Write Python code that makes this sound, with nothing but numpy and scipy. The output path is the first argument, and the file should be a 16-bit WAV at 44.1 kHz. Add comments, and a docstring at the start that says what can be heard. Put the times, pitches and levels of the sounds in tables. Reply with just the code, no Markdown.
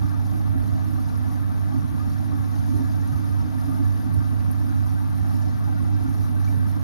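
"""An air pump hums beside a home fish tank, heard close up on a phone with two microphones.
Its diaphragm buzzes in harmonics of the mains rate and puffs air into the water, where big bubbles
churn and glug and the tank rumbles softly. The splashing rings under the hood, and fine bubbles
burst at the surface in an even fizz, dotted with a few pops and plinks."""
import sys
import numpy as np
from scipy import signal
from scipy.fft import rfft, irfft
from scipy.io import wavfile
from scipy.ndimage import uniform_filter1d

SR = 44100
rng = np.random.default_rng(int(sys.argv[2]) if len(sys.argv) > 2 else 0)


def wrap_up_sound(samples):
    """Save the sound to the file named by the first command line argument, as 16-bit audio."""
    columns = np.atleast_2d(samples).T
    # keep every value between -1 and 1, then stretch to whole-number steps
    tamed = np.clip(columns, -1, 1)
    steps = np.round(tamed * 32767).astype(np.int16)
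    wavfile.write(sys.argv[1], SR, steps)


N = 301203
TIME, FREQ = np.arange(N) / SR, np.arange(N // 2 + 1) * SR / N
MAINS_HZ = 49.92

# The hum's partials. Each row: mains multiple, left and right base level in dB, left lead in radians.
HUM_PARTIALS = [(2, -26.0, -20.0, -3.1), (3, -52.0, -41.0, 2.6), (4, -39.0, -43.0, -3.1),
                (5, -36.0, -35.0, 2.7), (6, -50.0, -46.0, -1.4), (10, -62.0, -77.0, 3.1),
                (11, -64.0, -80.0, -2.5), (13, -57.0, -57.0, -1.9), (15, -58.0, -62.0, -2.6),
                (17, -64.0, -74.0, -2.2), (18, -60.0, -77.0, -2.9), (20, -65.0, -71.0, -2.0),
                (23, -65.0, -74.0, -1.5), (25, -64.0, -72.0, -1.9), (45, -77, -77, -1.7),
                (47, -79, -79, -1.1)]
# The lowest tone's seeming waver against the rumble. Each row: time in seconds, relative level in dB.
SEEMING_WAVER = [(0, -24), (.42, -20), (.95, -21), (2.42, -22), (2.72, -20), (3.25, -22), (3.4, -17),
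                 (3.49, -24.5), (3.56, -21.5), (3.77, -22.5), (3.87, -17), (4.05, -23.5), (4.13, -19.5),
                 (5.8, -21), (5.95, -16), (6.08, -21.5), (6.45, -16.5), (6.83, -22)]


def pump(waver_db=0.5, rattle_db=3.0, low_trim_db=-0.5, high_trim_db=-1.0):
    """The diaphragm's steady mains hum; its lowest tone seems to waver against the low rumble."""
    out = np.zeros((2, N))
    for multiple, left_db, right_db, lead in HUM_PARTIALS:
        highness = np.clip((multiple - 5) / 8, 0, 1)
        phase = 2 * np.pi * (multiple * MAINS_HZ * TIME + rng.random())
        wobble = drift(3.1)
        low_db = low_trim_db + waver_db * wobble
        high_db = high_trim_db + rattle_db * wobble  # the high partials waver with the load
        gain = undb((1 - highness) * low_db + highness * high_db)
        if multiple == 2:
            gain *= undb(swing(SEEMING_WAVER))
        tone = np.array([undb(left_db) * np.sin(phase + lead), undb(right_db) * np.sin(phase)])
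        out += np.sqrt(2) * gain * tone
    return out


# The big glugs. Each row: start in seconds, right peak in dB, starting pitch in Hz.
GLUG_CUES = [(0.548, -22, 268), (1.733, -20, 264), (2.326, -23, 280), (2.70, -22, 250), (2.735, -20, 290),
             (2.795, -17.5, 262), (3.672, -19, 270), (3.785, -20, 270), (4.05, -19.5, 258),
             (4.66, -22, 250), (6.045, -22, 260), (6.075, -21, 262)]
# The churn's hollow body. Each row: frequency in Hz, left and right level in dB per Hz before trim.
CHURN_EQ = [(150, -67, -65), (200, -58.5, -59.5), (235, -58.5, -57), (265, -53.5, -49), (288, -58.5, -54),
            (312, -56.5, -53.5), (330, -64, -66), (352, -69, -78), (372, -86, -90)]


def churn(trim_db=-0.5, glug_left_db=-5, throb_db=1.24):
    """Large bubbles break off the air outlet in uneven gulps; each big glug stirs up smaller ones."""
    rings = chirps(GLUG_CUES, cycles=32, glide=.08, swell=3.2)  # pitch rises as they near the surface
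    stir = 1 + 9 * uniform_filter1d(np.abs(rings), SR // 12)
    lead = np.interp(FREQ, [210, 250], [2.2, np.pi])
    births = clicks(per_s=160, spread_db=1.5)
    water = mic_pair(births, rng.standard_normal((2, N)), share=0.73, lead=lead)
    water *= undb(throb_db * drift(28))
    glugs = np.array([undb(glug_left_db) * shift(rings, 2.3), rings])
    return colour(water * stir, CHURN_EQ, trim_db) + glugs


# The tank's low end. Each row: frequency in Hz, left and right level in dB per Hz before trim.
RUMBLE_EQ = [(26, -76, -70), (50, -61, -59), (80, -53, -47), (100, -52, -47.5), (122, -53.5, -52),
             (160, -61, -58), (230, -67, -67)]
# Slow surges. Each row: time in seconds, relative level in dB before scaling by ride_depth.
SURGE_RIDE = [(0, -44), (.6, -41.5), (1.3, -47.5), (2.1, -45.5), (2.7, -43), (3.2, -39), (3.9, -44),
              (5.0, -46.5), (6.83, -44)]
# Soft low bumps. 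Each row: start in seconds, right peak in dB, starting pitch in Hz.
BUMP_CUES = [(.585, -27, 52), (2.06, -30, 56), (2.072, -25, 187), (3.115, -22, 125), (3.135, -28, 72)]


def rumble(trim_db=-1.5, ride_depth=0.4, heave_db=3.27, throb_db=1.0, bump_left_db=-4):
    """Moving water shakes the tank in slow surges and quick heaves, now and then with a soft bump."""
    body = mic_pair(rng.standard_normal(N), rng.standard_normal((2, N)), share=0.53, lead=np.pi)
    bumps = chirps(BUMP_CUES, cycles=6, glide=.02, swell=1.4)
    gain = undb(ride_depth * swing(SURGE_RIDE) + heave_db * drift(40) + throb_db * drift(29))
    return colour(body * gain, RUMBLE_EQ, trim_db) + bumps * undb([[bump_left_db], [0]])


# Splash and rushing air. Each row: frequency in Hz, left and right level in dB per Hz before trim.
WASH_EQ = [(400.0, -75.8, -82.0), (570.0, -74.3, -85.4), (670.0, -72.3, -70.1), (850.0, -72.6, -79.3),
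           (1050.0, -76.1, -83.3), (1400.0, -77.0, -82.2), (1800.0, -80.6, -84.8), (2300.0, -88.8, -87.7),
           (3000.0, -91.4, -91.8), (3700, -91, -91)]
# Standing waves put the two sides out of step. Each row: frequency in Hz, left lead in radians.
WASH_PHASE = [(450, 3.3), (750, 3.9), (1000, 4.0), (1100, 4.6), (1220, 5.0), (1310, 3.4), (1700, 4.2),
              (2400, 4.4)]
# The air ringing under the hood. Each row: frequency in Hz, left and right boost in dB.
HOOD_RESONANCES = [(733.0, 3.8, 2.7), (755.0, 7.1, 5.4), (832.0, 4.7, -1.2), (924.0, 4.0, 6.0),
                   (1125.0, 5.0, 5.0), (1228.0, 4.5, 6.3), (1364.0, 6.0, 9.8), (1565.0, 3.4, 4.9),
                   (1736.0, 4.5, 5.4), (2020.0, 2.8, 1.8)]


def wash(trim_db=-1.27, puff_db=1.8, gurgle_db=-13, lull_db=3.5, hood_q=31):
    """Splashes and gurgles ring under the hood, pulsing with each pump stroke; the lows briefly lull."""
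    stroke = 2 * np.pi * MAINS_HZ * TIME
    flow = undb(puff_db * (np.cos(stroke) + np.cos(3 * stroke)) / 2)
    gurgles = swarm(600, 1900, count=700, spread_db=2.0, ring_s=.07)
    splashes = clicks(per_s=7000, spread_db=2.0) + undb(gurgle_db) * gurgles
    lead = np.interp(FREQ, *np.transpose(WASH_PHASE))
    water = mic_pair(splashes, rng.standard_normal((2, N)), share=0.68, lead=lead)
    lows = irfft(rfft(water) / (1 + (FREQ / 480) ** 12), N)
    water = water - lows + lows * undb(lull_db * (drift(9.6) + 0.5))
    hood_db = sum(np.array([[left], [right]]) / (1 + (2 * hood_q * (FREQ / hz - 1)) ** 2)
                  for hz, left, right in HOOD_RESONANCES)
    return colour(water * flow, WASH_EQ, hood_db + trim_db)


# Faint midrange blips. Each row: start in seconds, left peak in dB, starting pitch in Hz.
BLIP_CUES = [(0.148, -37, 719), (1.099, -40, 781), (1.955, -40, 875), (2.782, -39, 867), (3.778, -36, 880),
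             (4.228, -39, 773), (4.858, -39, 1160)]


def blips(right_db=-5):
    """Faint short midrange blips in the wash, in opposite polarity left and right."""
    tones = chirps(BLIP_CUES, cycles=45, glide=.06, swell=3)
    return tones * np.array([[1], [-undb(right_db)]])


# The airy top of the fizz. Each row: frequency in Hz, level in dB per Hz before trim.
SPRAY_EQ = [(7500, -110), (8500, -102), (9100, -96), (10500, -94), (12600, -93), (13400, -100)]
# A fader ride on the spray. Each row: time in seconds, relative level in dB.
SPRAY_RIDE = [(0, -54), (.15, -57), (.28, -52.5), (.47, -56), (.68, -54), (.82, -55.5), (.91, -50.5),
              (1.1, -56), (1.42, -53.5), (1.58, -55), (1.72, -54.5), (3.65, -54), (4.09, -54.5),
              (5.1, -53.5), (5.38, -53.5), (5.63, -56), (6.12, -54), (6.55, -54.5), (6.76, -56.5)]


def spray(activity, trim_db=-0.65, left_db=-0.9):
    """The films of the finest bubbles tear in crackling flurries."""
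    rings = swarm(8300, 13800, count=5000, spread_db=2.2, ring_s=.012)
    crackle = clicks(per_s=3300, spread_db=2.7)
    bursts = clustered(crackle + .5 * rings, activity, share=0.44)
    fizz = mic_pair(bursts, reflections(bursts, t60=.05), share=.38, lead=-.15)
    fizz *= undb(swing(SPRAY_RIDE))
    return colour(fizz, SPRAY_EQ, trim_db) * undb([[left_db], [0]])


# The lower, ringing fizz. Each row: frequency in Hz, level in dB per Hz before trim.
TINKLE_EQ = [(2000, -104), (3100, -102), (3700, -96), (4100, -93.5), (5400, -91.5), (6300, -94.5),
             (7100, -99)]
# Its fader ride. Each row: time in seconds, relative level in dB before scaling by ride_depth.
TINKLE_RIDE = [(0, -55.5), (.16, -65), (.28, -56.5), (.54, -65.5), (.72, -56.5), (1.28, -58), (1.47, -63),
               (1.75, -56.5), (1.93, -63), (2.03, -55.5), (2.42, -60), (2.55, -54.5), (3.57, -58),
               (3.68, -58.5), (4.55, -59), (4.78, -57.5), (5.06, -60.5), (5.48, -53.5), (5.6, -61),
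               (6.24, -55.5), (6.34, -66), (6.44, -57.5), (6.56, -62.5), (6.83, -62.5)]


def tinkle(activity, trim_db=-3.0, ride_depth=0.57):
    """A dense crowd of small bubbles rings at the surface, and the glass adds a short haze."""
    rings = swarm(2000, 7600, count=7000, spread_db=2.0, ring_s=.013)
    crackle = clicks(per_s=5800, spread_db=-4.0)
    bursts = clustered(rings + crackle, activity, share=0.25)
    fizz = mic_pair(bursts, reflections(bursts, t60=.06), share=.36, lead=-.15)
    fizz *= undb(ride_depth * swing(TINKLE_RIDE))
    return colour(fizz, TINKLE_EQ, trim_db)


# Crisp surface pops. Each row: start in seconds, level in dB before trim, band centre in Hz.
POP_CUES = [(1.1701, -43, 11000), (1.3188, -46, 11700), (2.246, -47, 10500), (2.7725, -47, 10400),
            (3.0718, -44.5, 10300), (3.1726, -49, 11500), (3.6969, -46, 10500), (4.136, -44, 10700),
            (4.51, -35.5, 11100), (5.8226, -46, 9580)]


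def pops(trim_db=-6.5, half_width_hz=1500, attack_s=.004, t60=0.042, droplets_per_s=4000):
    """A nearer bubble film tears and throws a brief patter of droplets."""
    out, age = np.zeros((2, N)), TIME[:SR // 8]
    hz = np.fft.rfftfreq(len(age), 1 / SR)
    envelope = (1 - np.exp(-age / attack_s)) * np.exp(-np.log(1000) * age / t60)
    envelope /= envelope.max()
    for start, db, centre_hz in POP_CUES:
        droplets = rng.standard_normal(len(age)) * (rng.random(len(age)) < droplets_per_s / SR)
        patter = rng.standard_normal((2, len(age))) + unit(droplets)
        band = 1 / (1 + ((hz - centre_hz) / half_width_hz) ** 4)
        burst = unit(irfft(rfft(patter) * band, len(age)))
        add(out, start, burst * envelope * undb(db + trim_db))
    return out


# Tiny bright plinks. Each row: start in seconds, peak in dB before trim, starting pitch in Hz.
PLINK_CUES = [(1.0544, -47, 5000), (2.1844, -46, 5350), (3.4111, -46, 5030), (3.6501, -51, 4770),
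              (5.4829, -45, 5000), (6.4443, -44, 5720), (6.4742, -42, 2280)]


def plinks(trim_db=-3):
    """Now and then one small bubble rings clear of the crowd."""
    return undb(trim_db) * chirps(PLINK_CUES, cycles=170, glide=0.12, swell=3.9)


def chirps(cues, cycles, glide, swell):
    """Short tones that build for `swell` cycles and die by `cycles`, rising by the fraction `glide`."""
    out = np.zeros(N)
    for start, db, hz in cues:
        periods = np.arange(int(SR * cycles / hz)) / SR * hz
        ring = np.sin(2 * np.pi * periods * (1 + glide * periods / cycles / 2))
        ring *= (1 - np.exp(-(periods / swell) ** 2)) * np.exp(-np.log(1000) * periods / cycles)
        add(out, start, undb(db) * ring / np.abs(ring).max())
    return out


def swarm(low_hz, high_hz, count, spread_db, ring_s):
    """A crowd of bubbles of random size, each ringing briefly at a rising pitch."""
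    age = TIME[:int(SR * ring_s)]
    when, pitch, luck = rng.random((count, 3)).T[:, :, None]
    hz = low_hz + (high_hz - low_hz) * pitch
    gain = undb(-spread_db * np.log(luck + .006))
    rings = gain * np.sin(2 * np.pi * hz * age * (1 + .02 * age / ring_s))
    rings *= age / ring_s * np.exp(-9 * age / ring_s)
    index = (when * N).astype(int) + np.arange(len(age))
    return unit(np.bincount(index.ravel() % N, rings.ravel(), N))


def clicks(per_s, spread_db):
    """Random impulses; a positive spread makes a few much louder, a negative one a few much softer."""
    size = undb(spread_db * np.minimum(rng.exponential(size=N), 4.5))
    return unit((rng.random(N) < per_s / SR) * size * rng.choice([-1, 1], N))


def flurries(per_s, fade_s):
    """Bubbles set each other off: an activity curve of mean 1 that jumps at random and dies away."""
    starts = (rng.random(N) < per_s / SR) * rng.uniform(.3, 1, N)
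    activity = np.abs(signal.fftconvolve(starts, np.exp(-TIME[:SR // 4] / fade_s))[:N])
    return activity / activity.mean()


def clustered(x, activity, share):
    """Let a share of the bubbling come in flurries; the rest stays even."""
    return unit(x * np.sqrt(1 - share + share * activity))


def reflections(x, t60):
    """Dense echoes between glass and hood leave a fading haze, different at each microphone."""
    decay = np.exp(-2 * np.log(1000) * TIME[:SR // 4] / t60)
    energy = signal.fftconvolve(x ** 2, decay)[:N]
    return unit(rng.standard_normal((2, N)) * np.sqrt(np.abs(energy)))


def mic_pair(direct, diffuse, share, lead):
    """Both microphones hear the direct sound, the left `lead` radians ahead, plus their own haze."""
    pair = np.array([shift(direct, lead), direct])
    return np.sqrt(share) * unit(pair) + np.sqrt(1 - share) * unit(diffuse)


def colour(x, eq, lift_db):
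    """Shape a sound with an EQ table, rolling off 24 dB an octave beyond its ends."""
    hz, *sides = np.transpose(eq)
    octave, points = np.log2(FREQ + 1), np.log2(hz)
    outside = np.maximum(points[0] - octave, 0) + np.maximum(octave - points[-1], 0)
    db = np.array([np.interp(octave, points, side) for side in sides]) - 24 * outside
    return irfft(rfft(x) * undb(db + lift_db) * np.sqrt(SR / 2), N)


def drift(cutoff_hz, points=4096):
    """Smooth random movement of rms 1, mostly slower than the cutoff."""
    lowpass = np.exp(-(FREQ[:points // 2 + 1] / cutoff_hz) ** 2)
    curve = irfft(rfft(rng.standard_normal(points)) * lowpass, points)
    return unit(np.interp(TIME, np.linspace(0, N / SR, points), curve))


def swing(ride):
    """A level curve's swing about its mean, in dB at every sample."""
    db = np.interp(TIME, *np.transpose(ride))
    return db - db.mean()


def shift(x, radians):
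    """Turn the phase of a sound."""
    return irfft(rfft(x) * np.exp(1j * radians), N)


def add(out, start_s, sound):
    """Mix a sound in at its start time."""
    start = int(start_s * SR)
    out[..., start:start + sound.shape[-1]] += sound[..., :N - start]


def undb(db):
    """Decibels to gain."""
    return 10 ** (np.asarray(db) / 20)


def unit(x):
    """Scale to rms 1."""
    return x / np.sqrt(np.mean(x ** 2))


def scene():
    """Pump and water together; the same flurries stir both kinds of fizz."""
    activity = flurries(per_s=45, fade_s=0.021)
    fizz = tinkle(activity) + spray(activity) + pops() + plinks()
    return pump() + rumble() + churn() + wash() + blips() + fizz


def record(dry):
    """The phone leaves a narrow gap in the treble and cuts the top."""
    notch_hz, half_width_hz, top_hz = 7900, 520, 13500
    notch = 1 - np.exp(-((FREQ - notch_hz) / half_width_hz) ** 4)
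    lowpass = 1 / (1 + (FREQ / top_hz) ** 200)
    return irfft(rfft(dry) * notch * lowpass, N)


dry = scene()
out = record(dry)
wrap_up_sound(out)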